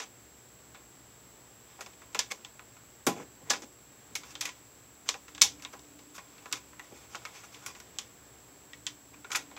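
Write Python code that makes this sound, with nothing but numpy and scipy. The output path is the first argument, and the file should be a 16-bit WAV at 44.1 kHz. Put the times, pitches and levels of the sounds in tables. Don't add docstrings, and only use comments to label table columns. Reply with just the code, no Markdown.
import sys
import numpy as np
from scipy import signal
from scipy.fft import rfft, irfft, next_fast_len
from scipy.io import wavfile
from scipy.ndimage import map_coordinates

SR = 44100
rng = np.random.default_rng(int(sys.argv[2]) if len(sys.argv) > 2 else 0)


def wrap_up_sound(samples):
    columns = np.atleast_2d(samples).T
    tamed = np.clip(columns, -1, 1)
    steps = np.round(tamed * 32767).astype(np.int16)
    wavfile.write(sys.argv[1], SR, steps)


N = 422478

# start_s, thud_db, knock_db, click_db, sizzle_db, low_ring_hz, high_ring_hz, crack_db, t60_ms
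CONTACTS = [(0.0, -42.5, -40.5, -39, -55, 826, 5720, 0, 70), (0.019, -67, -48, -41, -60, 1220, 2480, 7, 33),
            (0.0278, -65, -48, -50, -68, 820, 6270, 0, 30),
            (0.746, -55.5, -51.5, -53, -85, 650, 2200, 0, 110),
            (1.789, -47, -47, -66, -68, 1660, 6980, -2, 40),
            (1.807, -49, -44.5, -45.5, -46, 1820, 6450, -6, 107),
            (1.8618, -52, -49, -55, -60, 1000, 5600, 11, 71),
            (1.933, -66, -64, -59, -69, 1760, 2480, 6, 45),
            (2.0173, -58, -47.5, -61, -65, 990, 2120, 4, 53),
            (2.129, -64, -63, -56, -66, 1000, 3000, 0, 30),
            (2.1468, -39, -35.5, -37, -44.5, 1770, 2550, 8, 74),
            (2.1868, -49, -48, -49, -57, 1630, 5490, -12, 51),
            (2.191, -43, -30.5, -24.5, -36, 1650, 5320, 10.5, 62),
            (2.318, -46, -46.5, -39, -44.5, 990, 6520, 11, 45),
            (2.4477, -63, -50.5, -44, -65, 825, 3000, 13, 42),
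            (2.5935, -56.5, -46, -60, -70, 1250, 2020, 9, 48),
            (2.765, -60, -55, -62, -70, 1440, 2310, -10, 45),
            (3.0662, -23, -30, -28, -22.5, 1130, 6800, -17, 60),
            (3.0699, -31, -24, -29, -27.5, 1090, 7200, -14, 19),
            (3.4977, -38, -41, -30, -50, 1310, 3440, -2, 45),
            (3.5006, -30, -38, -20.5, -33, 1310, 5100, -9, 35),
            (3.5041, -32.5, -28.5, -25, -32, 1660, 5000, -1, 65),
            (3.5335, -49, -27.5, -39, -48, 1550, 5490, -17, 38),
            (3.6207, -49, -57, -44, -58, 1000, 6700, 0, 43),
            (4.1528, -51, -39, -31.5, -34.5, 2230, 2870, -1, 70),
            (4.234, -65, -47, -49, -66, 1450, 3070, 4, 45), (4.353, -56, -51, -38, -78, 1410, 3130, 11, 52),
            (4.4083, -71, -38, -30, -50, 1210, 6090, -12, 44),
            (4.41, -63, -38, -32, -32.5, 1230, 6090, 3, 43),
            (4.4249, -51, -46, -38, -56, 1820, 3490, 10, 37),
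            (4.4537, -65, -38.5, -34, -40, 1910, 2500, 6, 66),
            (4.4668, -66, -44, -45, -56, 1820, 2380, -1, 45),
            (4.4908, -56, -47, -40, -61, 1840, 2350, 4, 33),
            (5.0818, -59, -57, -41, -66, 1100, 6300, 5, 66),
            (5.0891, -42, -35.5, -24, -39.5, 1084, 5750, 10.5, 55),
            (5.1414, -47.5, -43.5, -52.5, -59, 806, 2480, 12, 65),
            (5.2804, -59, -48.5, -54, -57, 990, 1990, 1, 59),
            (5.349, -56, -55, -43, -61, 1700, 3930, 7, 45),
            (5.3791, -55, -49.5, -45, -64, 1790, 3570, 10, 45),
            (5.4131, -62, -28.5, -20, -49, 1120, 5100, -10, 34),
            (5.4175, -40, -30, -16, -17.5, 1110, 5700, 10, 21),
            (5.4214, -62, -29, -18, -30, 1800, 3500, 9.5, 40),
            (5.4246, -40, -31, -16, -39, 800, 6140, -9, 27), (5.596, -68, -54, -62, -70, 950, 2600, 6, 45),
            (5.6223, -67, -52, -51, -52, 990, 6150, 7, 34), (5.6494, -53, -42, -43, -69, 960, 3820, 13, 47),
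            (5.7353, -44.5, -43.5, -55, -61, 1030, 3790, 11, 44),
            (5.7929, -58, -67, -58, -61, 990, 6090, 8, 52), (5.99, -57, -58, -55, -66, 970, 2210, -5, 45),
            (6.1798, -49.5, -45, -48.5, -56, 1120, 2410, 6, 87),
            (6.3802, -61, -53, -53, -70, 1220, 2680, -3, 45),
            (6.457, -49, -44, -56, -63, 1450, 2900, 12, 47), (6.514, -56, -46, -51, -67, 1440, 4910, 2, 66),
            (6.5261, -51, -33, -28.5, -35, 1430, 4660, 8.5, 45),
            (6.731, -68, -51, -69, -70, 1450, 1980, 10, 45),
            (6.795, -53, -45, -55, -55, 1843, 1890, 10, 53),
            (7.147, -47, -39.5, -48, -67, 1420, 5310, 7.5, 67),
            (7.153, -45.5, -54, -40.5, -54, 980, 2470, 7, 54),
            (7.2518, -50, -37.5, -43.5, -50, 1300, 2140, 9, 48),
            (7.435, -60, -53, -64, -60, 1410, 2510, 2, 49),
            (7.5435, -73, -49.5, -47, -66, 1110, 2350, -2, 41),
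            (7.6611, -62, -42, -42, -38, 1410, 5500, -9, 77),
            (7.7494, -67, -50, -52, -66, 1440, 2580, 4, 45),
            (7.8006, -57, -50.5, -50, -51, 1410, 6030, 6, 44),
            (7.9861, -56, -43, -32, -43, 1120, 3320, 7.5, 43),
            (8.733, -73, -52.5, -49, -66, 1870, 2200, 12, 53),
            (8.8665, -58, -42, -31.5, -48.5, 1840, 3240, 7.5, 75),
            (9.141, -76, -49, -59, -68, 1660, 2430, 0, 45), (9.2447, -53, -43, -54, -72, 1410, 2360, 5, 45),
            (9.3042, -57, -42, -54, -55, 1460, 5760, -3, 45),
            (9.3165, -60, -39, -33.5, -45, 1440, 7010, 1, 63),
            (9.3284, -45, -43, -43, -40, 1440, 6030, 1, 40),
            (9.3479, -47, -30.5, -41, -50, 1420, 2400, 6, 61),
            (9.3513, -42, -29, -31, -47, 1500, 2380, 4, 58),
            (9.357, -40.5, -38, -29, -29.5, 1870, 6500, 4, 64),
            (9.5133, -51.5, -53, -61, -70, 970, 6960, 7, 51),
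            (9.5643, -53, -52, -44.5, -75, 1300, 2420, -3, 63),
            (9.574, -57, -47, -55, -68, 1290, 2430, 2, 45)]
PARTS_HZ = [600, 1700, 4400, 11300]
# low_hz, high_hz
CONTACT_BANDS = [(150, 450), (450, 900), (900, 1800), (1800, 2800), (2800, 4200), (4200, 8000),
                 (8000, 16000)]
ROOM_T60_S = [0.47, 0.24, 0.16, 0.17, 0.18, 0.18, 0.15]


def contacts():
    bass_fall_db_per_oct, plastic_cutoff_hz = 9.9, 14900
    out, t = np.zeros(N + SR), np.arange(SR // 3) / SR
    filters, band_oct = bandpasses(CONTACT_BANDS), octaves(CONTACT_BANDS)
    echo_onset = np.clip(t / 0.0018, 0, 1)
    for start_s, *parts_db, low_ring_hz, high_ring_hz, crack_db, t60_ms in CONTACTS:
        levels_db = np.interp(band_oct, np.log2(PARTS_HZ), parts_db)
        levels_db -= bass_fall_db_per_oct * np.clip(np.log2(PARTS_HZ[0]) - band_oct, 0, None)
        rattle = amp(-0.5 - 60 * 1000 * t / t60_ms) * (1 - np.exp(-t / 0.00043))
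        crack = amp(crack_db - 60 * t / 0.004)
        lift_db = rng.normal(0, 1.0, len(SHELL_MODES))
        lift_db += mode_lift(low_ring_hz, 9.0) + mode_lift(high_ring_hz, 5.5)
        near, far = rng.standard_normal((2, len(t)))
        bumps = amp(2.3 * np.repeat(rng.standard_normal(len(t) // 30), 30))
        near, far = unit(near * bumps), unit(far * bumps[::-1])
        near[:44] = unit(near[:44])
        blow = 0
        for sos, db, room_t60_s, (low_hz, _) in zip(filters, levels_db, ROOM_T60_S, CONTACT_BANDS):
            direct = near * (rattle + crack * np.clip(low_hz / 2600, 0, 1))
            echo = far * echo_onset * amp(-9.0 - 60 * t / room_t60_s)
            band_rms = np.std(signal.sosfilt(sos, far))
            blow += amp(db) / band_rms * signal.sosfilt(sos, direct + echo)
        rung = filtered(blow, lambda hz: shell(hz, -4.0, lift_db) / (1 + 1j * hz / plastic_cutoff_hz)**2)
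        out[round(start_s * SR):][:len(t)] += rung
    return out[:N]


# mode_hz, width_hz, gain_db
SHELL_MODES = [(242, 140, -14), (263, 170, -13), (447, 210, -4), (710, 27, -15), (804, 46, 1),
               (1009, 23, 6), (1110, 70, 1), (1270, 44, -1), (1408, 107, -1.5), (1682, 29, -9),
               (1940, 86, -10), (2207, 132, -1.5), (2434, 68, -4.5), (2653, 95, -15), (3140, 56, -7),
               (3440, 114, 0), (3725, 57, -3), (5000, 420, -6.5), (5650, 910, -1), (6100, 310, 0.5),
               (6560, 210, -2), (7070, 300, 0.5), (11320, 230, -1)]


def shell(hz, flat_db, lift_db):
    modes = (amp(db + lift) * 1j * hz * width_hz / (mode_hz**2 - hz**2 + 1j * hz * width_hz)
             for (mode_hz, width_hz, db), lift in zip(SHELL_MODES, lift_db))
    return amp(flat_db) + sum(modes)


def mode_lift(ring_hz, target_db):
    mode_hz, _, gain_db = np.transpose(SHELL_MODES)
    return (target_db - gain_db) * np.exp(-(np.log(mode_hz / ring_hz) / 0.07) ** 2)


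# start_s, level_db, pitch_hz, t60_s
THUMPS = [(3.068, -28, 250, .13), (3.429, -51, 109, .15), (3.511, -45, 360, 0.14), (3.621, -47, 360, .08),
          (5.416, -44, 109, 0.024), (5.42, -43, 352, .08), (6.513, -54.5, 280, 0.053),
          (6.535, -48, 290, .06), (6.922, -48.5, 332, .08)]


def thumps():
    out, t = np.zeros(N + SR), np.arange(SR // 3) / SR
    for start_s, level_db, pitch_hz, t60_s in THUMPS:
        sos, = bandpasses([(0.59 * pitch_hz, 1.5 * pitch_hz)])
        push = rng.standard_normal(len(t))
        decay = amp(-60 * t / t60_s) + amp(-10 - 60 * t / ROOM_T60_S[0])
        gain = amp(level_db) / np.std(signal.sosfilt(sos, push))
        out[round(start_s * SR):][:len(t)] += gain * signal.sosfilt(sos, push * decay)
    return out[:N]


# start_s, length_s, level_db, tilt_db_per_oct, ring_hz
SCUFFS = [(0, 0.05, -55, 2.5, 2450), (2.301, 0.026, -42.5, 3, 2210), (3.145, 0.097, -52.5, -3, 980),
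          (3.4, 0.046, -70, -6, 1020), (3.454, 0.058, -58, -2, 1020), (3.613, 0.037, -55, 2, 6640),
          (4.227, 0.094, -64, 3.5, 2620), (4.292, 0.045, -59.5, 4.5, 2650), (4.428, 0.041, -50, 2.5, 5350),
          (4.459, 0.046, -50.5, 0.5, 2460), (5.055, 0.037, -54.5, 1, 6680), (5.59, 0.028, -68, 0, 2490),
          (5.62, 0.027, -53.5, 1.5, 6260), (5.724, 0.02, -56.5, 3, 1030), (6.14, 0.04, -58.5, 6, 1430),
          (6.408, 0.036, -62, -1, 790), (6.537, 0.058, -56.5, 3, 3780), (6.897, 0.05, -67, -4, 770),
          (6.936, 0.06, -64, 3, 2450), (7.032, 0.035, -68, 0, 1590), (7.094, 0.075, -60.5, 0.5, 1010),
          (7.204, 0.038, -63, -1, 1000), (7.32, 0.11, -59, 2, 2540), (7.42, 0.05, -59, 2, 1360),
          (7.508, 0.055, -63, 3.5, 2350), (7.589, 0.11, -60.5, 1, 1420), (7.66, 0.06, -52.5, 2, 5400),
          (7.742, 0.052, -60.5, -1.5, 6900), (7.956, 0.031, -66, -1, 3350), (9.127, 0.033, -65, -2, 2430),
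          (9.296, 0.036, -50.5, -0.5, 1460), (9.319, 0.025, -47, 4, 1430), (9.5, 0.056, -64, -2, 970)]
# low_hz, high_hz
SCUFF_BANDS = [(150, 900), (900, 2800), (2800, 8000), (8000, 16000)]
SCUFF_COLOUR_DB = [-4, 0.5, -4, -16.5]


def scuffs():
    out, slips = np.zeros(N), unit(amp(1.96 * wobble(90) + 2.4 * wobble(500)))
    filters, band_oct = bandpasses(SCUFF_BANDS), octaves(SCUFF_BANDS)
    for start_s, length_s, level_db, tilt_db_per_oct, ring_hz in SCUFFS:
        levels_db = level_db + tilt_db_per_oct * (band_oct - band_oct[1]) + SCUFF_COLOUR_DB
        first = round(start_s * SR)
        t = np.arange(round(length_s * SR) + SR // 12) / SR
        swell = np.sin(np.pi * np.clip(t / length_s, 0, 1)) ** 1.15 * np.resize(slips[first:], len(t))
        swell += amp(-6.5) * signal.lfilter([.0012], [1, -.9988], swell)
        grain = rng.standard_normal(SR // 4)
        friction = sum(amp(db) * unit(signal.sosfilt(sos, grain))[-len(t):]
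                       for sos, db in zip(filters, levels_db))
        lift_db = rng.normal(0, 4.4, len(SHELL_MODES)) + mode_lift(ring_hz, 9.0)
        rung = filtered(friction * swell, lambda hz: shell(hz, -5.0, lift_db))
        out[first:first + len(t)] += rung[:N - first]
    return out


# time_s, relative_db
GRIP_SHIFTS = [
    [(1.7, -52), (2.238, -69), (2.296, -60), (2.8, -73)],
    [(4.15, -57), (4.34, -48.5), (4.65, -61)],
    [(4.95, -74), (5.41, -57), (5.95, -61), (6.46, -54.5), (6.6, -58), (7.29, -50.5), (7.45, -50),
     (7.61, -52.5), (8.1, -63)],
    [(9.256, -73), (9.45, -55), (9.58, -60)],
]
# freq_hz, density_db
SKIN_SPECTRUM = [(300, -6.5), (1000, -3), (1500, -6), (2400, -4), (4000, -6.5), (7000, -15.5), (9000, -18),
                 (15000, -19)]


def grip_rub():
    points = []
    for shift in GRIP_SHIFTS:
        points += [(shift[0][0] - .05, -90), *shift, (shift[-1][0] + .05, -90)]
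    friction = unit(amp(2.7 * wobble(25)) * noise(SKIN_SPECTRUM))
    rustle = amp(curve(points) - 8.5) * friction
    return filtered(rustle, lambda hz: shell(hz, -4.5, np.full(len(SHELL_MODES), -1.5)))


def whine():
    switch_hz, tone_hz, blip_hz = 59.9975, 7650, 6800
    turns = np.arange(N) / SR * switch_hz - .118
    cycle = np.floor(turns).astype(int) + 1
    age_s = turns % 1 / switch_hz
    kick, drift = rng.standard_normal((cycle.max() + 1, 2))[cycle].T
    phase = 2 * np.pi * ((tone_hz + 14 * drift) * age_s + 0.14 * kick + 0.15 * wobble(150))
    gate = np.clip((age_s - .0009) / 0.00013, 0, 1) * np.clip((.0124 - age_s) / 0.00016, 0, 1)
    tone = gate * (np.sin(phase) + amp(-18) * np.sin(2 * phase))
    blip = np.exp(-((age_s - .00042) / .0002) ** 2) * np.sin(2 * np.pi * blip_hz * age_s)
    return amp(-56.0 + 0.42 * wobble(200)) * (tone + amp(5.0 + 2.7 * kick) * blip)


# freq_hz, density_db
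RUMBLE_SPECTRUM = [(18, -59), (30, -10), (50, -12), (71, -0.5), (86, -15), (118, 0.5), (148, -9), (217, -8),
                   (298, -9.5), (381, -8.5), (500, -10.5), (559, -11.5), (1260, -15.5), (6500, -28),
                   (8450, -41), (14300, -120)]
# time_s, level_db
DRONE_LEVELS = [(3.3, -77), (3.5, -53), (3.74, -72.5), (4.28, -68), (5.23, -68.5), (5.55, -53), (5.72, -62),
                (6.06, -59.5), (6.19, -65.5), (6.72, -65), (7.12, -76.5), (8.46, -67), (9.22, -62.5),
                (9.58, -60)]
# freq_hz, density_db
HISS_SPECTRUM = [(1500, -1), (4000, -3.5), (7000, -2.5), (9000, -8), (12000, -4.5), (15300, -1),
                 (17000, -3)]


def room_tone():
    rumble = amp(-59 + 0.6 * wobble(2.66)) * noise(RUMBLE_SPECTRUM)
    drone = amp(curve(DRONE_LEVELS)) * noise([(270, -19), (286, -26.5), (303, -10)])
    hiss = amp(-64.0) * noise(HISS_SPECTRUM)
    return rumble + drone + hiss


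def amp(db):
    return 10 ** (np.asarray(db) / 20)


def unit(x):
    return x / np.sqrt(np.mean(x ** 2) + 1e-20)


def curve(points):
    return np.interp(np.arange(N) / SR, *np.transpose(points))


def wobble(rate_hz):
    knots = rng.standard_normal(int(N * rate_hz / SR) + 4)
    return map_coordinates(knots, [np.arange(N) * rate_hz / SR])


def filtered(x, response):
    n = x.shape[-1]
    size = next_fast_len(n + 8192)
    return irfft(rfft(x, size) * response(np.fft.rfftfreq(size, 1 / SR)), size)[..., :n]


def noise(spectrum):
    freq_hz, db = np.transpose(spectrum)
    white = rng.standard_normal(N)
    return unit(filtered(white, lambda hz: amp(np.interp(np.log(hz + 1), np.log(freq_hz), db, -120, -120))))


def bandpasses(bands):
    return [signal.butter(3, band, "bandpass", fs=SR, output="sos") for band in bands]


def octaves(bands):
    return np.log2(bands).mean(axis=1)


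def scene():
    return (contacts() + thumps() + scuffs() + grip_rub() + room_tone() + whine())[None]


def record(dry):
    ceiling, bass_hz, top_hz = .9, 58, 15780
    rounded = dry / (1 + np.abs(dry / ceiling) ** 4) ** .25
    return filtered(rounded, lambda hz: (hz < top_hz) * np.clip(hz / bass_hz, 0, 1) ** 2.2)


dry = scene()
out = record(dry)
wrap_up_sound(out)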